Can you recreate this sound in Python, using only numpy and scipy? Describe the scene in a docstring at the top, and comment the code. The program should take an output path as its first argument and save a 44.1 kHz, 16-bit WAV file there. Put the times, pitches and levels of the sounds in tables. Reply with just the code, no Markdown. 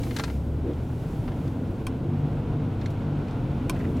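"""Car cabin on a wet road

The car pulls out of a bend: tyres rumble through the body and the engine gathers speed,
one of its orders booming in the cabin. Plastic trim clatters, a wiper switch clicks twice,
and the wipers tick, scrape, knock, chatter and judder as their rubber drags on the windscreen."""
import sys
import numpy as np
from scipy import signal
from scipy.fft import rfft, irfft, next_fast_len
from scipy.io import wavfile
from scipy.ndimage import map_coordinates

SR = 44100
rng = np.random.default_rng(int(sys.argv[2]) if len(sys.argv) > 2 else 0)


def unload_wav(signal):
    """Save mono or channel-first audio to the path in sys.argv[1] as 16-bit WAV at rate SR, clipped to [-1, 1]."""
    wavfile.write(
        sys.argv[1],
        SR,
        np.round(np.clip(np.atleast_2d(signal).T, -1, 1) * 32767).astype(np.int16),
    )


N = 176400

# cabin noise, left-right likeness: freq_hz, correlation
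STEREO_CORRELATION = [(30, 0.98), (150, 1), (300, 0.99), (600, 0.92), (1500, 0.75), (5000, 0.85),
                      (9000, 0.88), (12000, 1)]

# body rumble, wet tyre rush, high hiss: time_s, level_db
RUMBLE_LEVEL = [(0, -29), (.2, -30.5), (.45, -31), (1, -31), (1.8, -28.5), (2.7, -29.5), (3.4, -29.5),
                (3.8, -27.5), (4, -26)]
RUSH_LEVEL = [(0, -48), (.45, -50.5), (.72, -48), (.85, -48.5), (1.2, -47), (2.1, -46.5), (2.8, -44.5),
              (3.4, -43.5), (3.8, -44)]
HISS_LEVEL = [(0, -54), (.06, -51), (.2, -50), (.3, -53.5), (.42, -62.5), (.6, -65), (.9, -61.5),
              (1.15, -58.5), (1.33, -62.5), (1.45, -61), (1.6, -64.5), (1.8, -64), (2.1, -69.5),
              (2.35, -68), (2.6, -73), (2.85, -66.5), (3.15, -74), (3.65, -67), (3.8, -63), (3.87, -62.5)]
# their spectra: freq_hz, gain_db
RUMBLE_SPECTRUM = [(15, -33), (26, -5), (38, -1.5), (50, -7), (66, -2), (88, -6.5), (122, 3.5), (155, -1.5),
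                   (200, -9.5), (240, -2), (285, -5), (335, -8.5), (390, -15), (440, -11.5), (520, -16.5),
                   (750, -26), (1200, -61.5), (3000, -84)]
RUSH_SPECTRUM = [(150, -72), (450, -2), (700, 5), (1000, 1.5), (1220, -4.5), (1420, -2), (1750, -11),
                 (2550, -11.5), (3500, -16), (5000, -25.5), (7500, -32), (16000, -41.5)]
HISS_SPECTRUM = [(500, -15), (2000, 8.5), (4500, 4), (7000, 2), (9000, 0), (11500, 0.5), (14000, -2.5),
                 (16000, -3.5)]
# thuds from small bumps: start_s, level_db
BUMP_HITS = [(0.804, -16), (.822, -23), (1.135, -19), (1.191, -19)]
# body thud: freq_hz, gain_db
BUMP_SPECTRUM = [(30, -21), (65, -3), (125, 10.5), (180, -9), (400, -26), (1000, -59), (3000, -90)]

# engine firing note: time_s, firing_hz, level_db
FIRING_NOTE = [(0, 47.4, -36), (.2, 57.27, -40.5), (.35, 68.52, -26), (.55, 75.53, -27), (.75, 78.6, -29),
               (1.1, 87.37, -41), (1.6, 92.74, -32), (2.3, 98, -34.5), (2.9, 100.4, -28),
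               (3.15, 95.7, -33.5), (3.45, 92, -37), (4, 91.33, -29)]
# engine orders at CRUISE_HZ: firing_multiple, level_db
ENGINE_ORDERS = [(.5, -57.5), (2, -39.5), (2.5, -52), (3, -41.5), (3.5, -48), (4.5, -68.5)]
# cabin boom: time_s, over_firing_note_db
BOOM_LEVEL = [(0, -2), (1.7, -19), (2.06, 5), (2.24, 11.5), (2.42, 1), (2.62, 4.5), (2.82, -16.5),
              (3.14, 8.5), (3.32, -1.5), (3.52, 6.5), (3.7, -14)]

# trim clatter, plus light, high wiper ticks and scrapes (at 0.732 s and from 3.744 s on):
# start_s, level_db, tilt_db_per_octave, ring_hz, ring_db, top_hz, t60_s, pan_db
CLATTER_AND_TICKS = [(0.032, -39.5, 4, 2270, -1, 8000, 0.06, 4.5),
                     (0.108, -31, 2, 2100, -7, 3000, 0.051, 3.5),
                     (0.1632, -27, 3, 1650, -3, 13000, 0.055, 3),
                     (.185, -34.5, 4.5, 1630, 2, 11000, .08, 5),
                     (.195, -23, -0.5, 839, -1, 14000, 0.048, 1.5),
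                     (.236, -26, 2, 1354, -3, 8100, 0.058, 3), (.277, -36, -3, 1370, -2, 6000, .1, 2),
                     (.298, -38, -1.5, 1384, -2, 6000, 0.074, 5), (.732, -49.5, 9, 3200, -8, 4500, .05, 4),
                     (1.277, -35, -1.5, 1300, -11, 4500, 0.055, -1),
                     (1.316, -40, -2, 1300, -8, 4490, .069, -1),
                     (1.475, -46.5, 4, 3500, -10, 6976, 0.041, 0),
                     (2.8125, -34.5, 0, 2520, -8, 6000, 0.033, -2),
                     (2.858, -32, -1.5, 2150, -13, 14000, 0.048, -2),
                     (2.902, -53.5, 9, 3806, -10, 16000, 0.086, 2),
                     (3.281, -45, 0.5, 2500, -12, 11870, .043, -1),
                     (3.307, -46, 0.5, 2500, -11.5, 12000, .06, -2),
                     (3.744, -56, 5, 4000, -10, 16050, .1, 0), (3.79, -55, 6, 4000, -18, 16000, .14, 0),
                     (3.903, -61, 5, 4000, -20, 16000, .07, 1), (3.966, -49, 3, 4000, -20, 13000, 0.067, 2)]
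# modes shared by these taps: freq_hz, level_db, t60_s
TAP_MODES = [(1374, -19, 0.22), (1610, -16.5, 0.11), (2067, -11.5, 0.057), (3570, -16.5, .04),
             (4190, -18.5, 0.072)]
# their noise: freq_hz, gain_db
TAP_SPECTRUM = [(200, -17), (600, 8.5), (840, 12.5), (1150, 2.5), (1700, 3.5), (2800, -1.5), (4400, -3.5),
                (6500, -9.5), (9000, -16), (16000, -28)]

# wiper switch clicks: start_s, level_db, tilt_db_per_octave
SWITCH_CLICKS = [(1.8668, -29, -1.2), (3.6952, -25, -0.5)]
# switch housing modes: freq_hz, level_db, t60_s
HOUSING_MODES = [(1030, -3.5, 0.074), (1120, -5, 0.059), (1496, -7.5, 0.057), (2326, 6.5, .017),
                 (2530, -3.5, 0.028), (3180, -0.5, 0.025), (4360, -15, 0.051), (5260, -18, 0.083),
                 (6400, -18, .035), (8070, -14, .055), (9628, -7, 0.031), (11820, -20, 0.027)]
# switch housing and contact noise: freq_hz, gain_db
HOUSING_SPECTRUM = [(300, 8.5), (1000, 3), (1500, -1.5), (1900, -9), (2400, 5.5), (3100, -4), (3500, -4),
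                    (4500, -9.5), (6000, -4.5), (7000, -11), (8700, -11), (9600, -4.5), (11100, -12),
                    (12200, -8), (14000, -23), (16000, -29)]
CONTACT_SPECTRUM = [(1000, -9), (2500, 10), (6000, -2), (10000, 5), (13000, -24), (16000, -10)]

# wiper arm knocks: start_s, level_db, tilt_db_per_octave
ARM_KNOCKS = [(0.065, -22.5, -3.5), (.706, -40, 1.5), (1.237, -37, -0.5), (1.279, -25, -1.5),
              (3.802, -28, -3.5), (3.843, -38, -2)]
# rubber chatter: centre_s, length_s, level_db
BLADE_CHATTERS = [(3.765, 0.024, -47), (3.811, 0.046, -47), (3.849, 0.023, -44)]
# wiper knock, chatter and judder: freq_hz, gain_db
KNOCK_SPECTRUM = [(60, -18), (220, -2), (340, 12.5), (500, -15), (900, -4), (1400, -7), (2100, -11.5),
                  (3500, -15), (9000, -48), (16000, -56)]
CHATTER_SPECTRUM = [(500, -20), (1300, -2), (1950, 6.5), (2300, -4), (2700, -2.5), (3600, -15.5),
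                    (6000, -28), (16000, -36)]
JUDDER_SPECTRUM = [(170, -25), (265, 0), (295, 2), (385, -0.5), (490, -7), (620, -18), (1000, -29),
                   (2500, -39), (5000, -56), (16000, -85)]

CRUISE_HZ, RISE_DB_PER_OCTAVE, BOOM_ORDER = 97, 7, 1.5
RING_T60_S, LOW_EDGE_RATIO = 0.049, 0.6
SNAP_DELAY_S, SNAP_BOUNCE_S, SNAP_OVER_CLICK_DB = 0.0011, 0.001, 8
JUDDER_START_S, JUDDER_LENGTH_S, JUDDER_DB = 0.638, 0.1, -29
SLIP_HZ, SLIP_SCATTER, RUB_OVER_SLIPS_DB = 156, 0.13, 1
TOP_HZ = 16400


def amp(db):
    """Decibels to gain."""
    return 10 ** (np.asarray(db) / 20)


def unit_rms(x):
    """Scale to rms 1."""
    return x / np.sqrt(np.mean(x ** 2) + 1e-20)


def log_interp(points, hz):
    """Read (freq_hz, value) points on a log axis."""
    knots_hz, values = np.transpose(points)
    return np.interp(np.log(hz + 1), np.log(knots_hz + 1), values)


def curve(rows, column=1):
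    """One column of a time table, per sample."""
    columns = np.transpose(rows)
    return np.interp(np.arange(N) / SR, columns[0], columns[column])


def wobble(rate_hz):
    """Smooth random curve through knots of unit variance."""
    position = np.arange(N) * rate_hz / SR + 2
    return map_coordinates(rng.standard_normal(1024), [position], mode="mirror")


def filtered(x, response):
    """Apply the gain response(hz)."""
    size = next_fast_len(N + SR // 4)
    hz = np.fft.rfftfreq(size, 1 / SR)
    return irfft(rfft(x, size) * response(hz), size)[..., :N]


def noise(spectrum, size=N, tilt_db_per_octave=0):
    """Stereo cabin noise of rms 1, nearly mono in the bass."""
    hz = np.fft.rfftfreq(size, 1 / SR)
    width_rad = np.arccos(np.clip(log_interp(STEREO_CORRELATION, hz), -1, 1)) / 2
    gain = amp(log_interp(spectrum, hz) + tilt_db_per_octave * np.log2(hz + 1))
    white = rfft(rng.standard_normal((2, size)))
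    mid, side = irfft(white * gain * [np.cos(width_rad), np.sin(width_rad)], size)
    return unit_rms(np.array([mid + side, mid - side]))


def pan(db):
    """Stereo gains, left over right by db."""
    return amp(np.array([[db], [-db]]) / 2)


def decay(t, t60_s):
    """Fall of 60 dB in t60_s."""
    return np.exp(-np.log(1000) * t / t60_s)


def hit(spectrum, tilt_db_per_octave=0, *, attack_s, t60_s, modes=()):
    """A short blow: dying noise plus the modes it rings."""
    t = np.arange(SR // 4) / SR
    sound = noise(spectrum, len(t), tilt_db_per_octave) * decay(t, t60_s)
    for hz, db, mode_t60_s in modes:
        mode_db = db + tilt_db_per_octave * np.log2(hz / 2000) + rng.normal(0, 1)
        sound += amp(mode_db) * np.sin(2 * np.pi * (hz * t + rng.random())) * decay(t, mode_t60_s)
    return sound * (1 - np.exp(-(t / attack_s) ** 2))


def stroke(start_s, length_s):
    """Rounded envelope of one rub."""
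    progress = np.clip((np.arange(N) / SR - start_s) / length_s, 0, 1)
    return np.sqrt(np.abs(np.sin(np.pi * progress)))


def add(track, start_s, sound):
    """Mix a sound in at start_s."""
    part = track[:, max(round(start_s * SR), 0):][:, :sound.shape[-1]]
    part += sound[:, :part.shape[1]]


def road():
    """Tyres rumble through the body and rush on the wet road, under a thin hiss."""
    rumble = noise(RUMBLE_SPECTRUM) * amp(curve(RUMBLE_LEVEL) + 0.71 * wobble(15)) * pan(0.12)
    rush = noise(RUSH_SPECTRUM) * amp(curve(RUSH_LEVEL) + 0.67 * wobble(21.58)) * pan(-0.2)
    hiss = noise(HISS_SPECTRUM) * amp(curve(HISS_LEVEL) + 0.56 * wobble(29.2))
    return rumble + rush + hiss


def bumps():
    """Each bump gives the body one short, dull push."""
    out = np.zeros((2, N))
    for start_s, db in BUMP_HITS:
        add(out, start_s, amp(db) * hit(BUMP_SPECTRUM, attack_s=0.0041, t60_s=0.099))
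    return out


def engine():
    """Firing note and wavering orders that grow with its rate; one more order booms in the cabin."""
    firing_hz, firing_db = curve(FIRING_NOTE, column=1), curve(FIRING_NOTE, column=2)
    phase = 2 * np.pi * np.cumsum(firing_hz * (1 + 0.0038 * wobble(14))) / SR

    def tone(order):
        return np.sin(order * phase + 2 * np.pi * rng.random())

    out = amp(firing_db + 0.47 * wobble(6.14)) * tone(1)
    out += amp(firing_db + curve(BOOM_LEVEL)) * tone(BOOM_ORDER)
    rise_db = RISE_DB_PER_OCTAVE * np.log2(firing_hz / CRUISE_HZ)
    for order, order_db in ENGINE_ORDERS:
        out += amp(order_db + rise_db + 3.34 * wobble(13)) * tone(order)
    return out * pan(0.69)


def clatter_and_ticks():
    """Trim clatter and light, high wiper ticks and scrapes; the higher the ring, the less bass."""
    out = np.zeros((2, N))
    for start_s, db, tilt_db_per_octave, ring_hz, ring_db, top_hz, t60_s, pan_db in CLATTER_AND_TICKS:
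        lowpass = signal.butter(2, top_hz, fs=SR, output="sos")
        highpass = signal.butter(2, LOW_EDGE_RATIO * ring_hz, "highpass", fs=SR, output="sos")
        modes = TAP_MODES + [(ring_hz, ring_db, RING_T60_S)]
        blow = hit(TAP_SPECTRUM, tilt_db_per_octave, attack_s=0.0012, t60_s=t60_s, modes=modes)
        tap = signal.sosfilt(np.vstack([lowpass, highpass]), blow)
        add(out, start_s, amp(db) * pan(pan_db) * tap)
    return out


def switch():
    """The contact snaps shut, bounces once and rings its housing."""
    out = np.zeros((2, N))
    for start_s, db, tilt_db_per_octave in SWITCH_CLICKS:
        ring = hit(HOUSING_SPECTRUM, tilt_db_per_octave, attack_s=0.0021, t60_s=0.051,
                   modes=HOUSING_MODES)
        add(out, start_s, amp(db) * pan(0.5) * ring)
        for bounce_s in (0, SNAP_BOUNCE_S):
            snap = hit(CONTACT_SPECTRUM, attack_s=0.00003, t60_s=0.001)
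            add(out, start_s + SNAP_DELAY_S + bounce_s, amp(db + SNAP_OVER_CLICK_DB) * snap)
    return out


def wiper_knocks():
    """The arms knock: short, dull blows."""
    out = np.zeros((2, N))
    for start_s, db, tilt_db_per_octave in ARM_KNOCKS:
        knock = hit(KNOCK_SPECTRUM, tilt_db_per_octave, attack_s=0.0047, t60_s=0.062)
        add(out, start_s, amp(db) * knock)
    return out


def wiper_chatter():
    """Rubber chatters as it drags up the glass."""
    drag = sum(amp(db) * stroke(centre_s - length_s / 2, length_s) ** 2
               for centre_s, length_s, db in BLADE_CHATTERS)
    return drag * noise(CHATTER_SPECTRUM)


def wiper_judder():
    """As the blades turn, uneven stick-slip of the rubber rings arm and glass."""
    slip_count = np.floor(np.cumsum(SLIP_HZ * (1 + SLIP_SCATTER * wobble(120))) / SR)
    pulses = np.diff(slip_count, prepend=0)
    slips = unit_rms(filtered(pulses, lambda hz: amp(log_interp(JUDDER_SPECTRUM, hz))))
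    rub = amp(RUB_OVER_SLIPS_DB) * noise(JUDDER_SPECTRUM)
    return amp(JUDDER_DB) * stroke(JUDDER_START_S, JUDDER_LENGTH_S) * unit_rms(slips + rub)


def scene():
    """The cabin, heard above the dashboard."""
    driving = engine() + road() + bumps()
    return driving + clatter_and_ticks() + switch() + wiper_knocks() + wiper_chatter() + wiper_judder()


def record(dry):
    """Brick-wall low-pass at TOP_HZ."""
    return filtered(dry, lambda hz: hz < TOP_HZ)


dry = scene()
out = record(dry)
unload_wav(out)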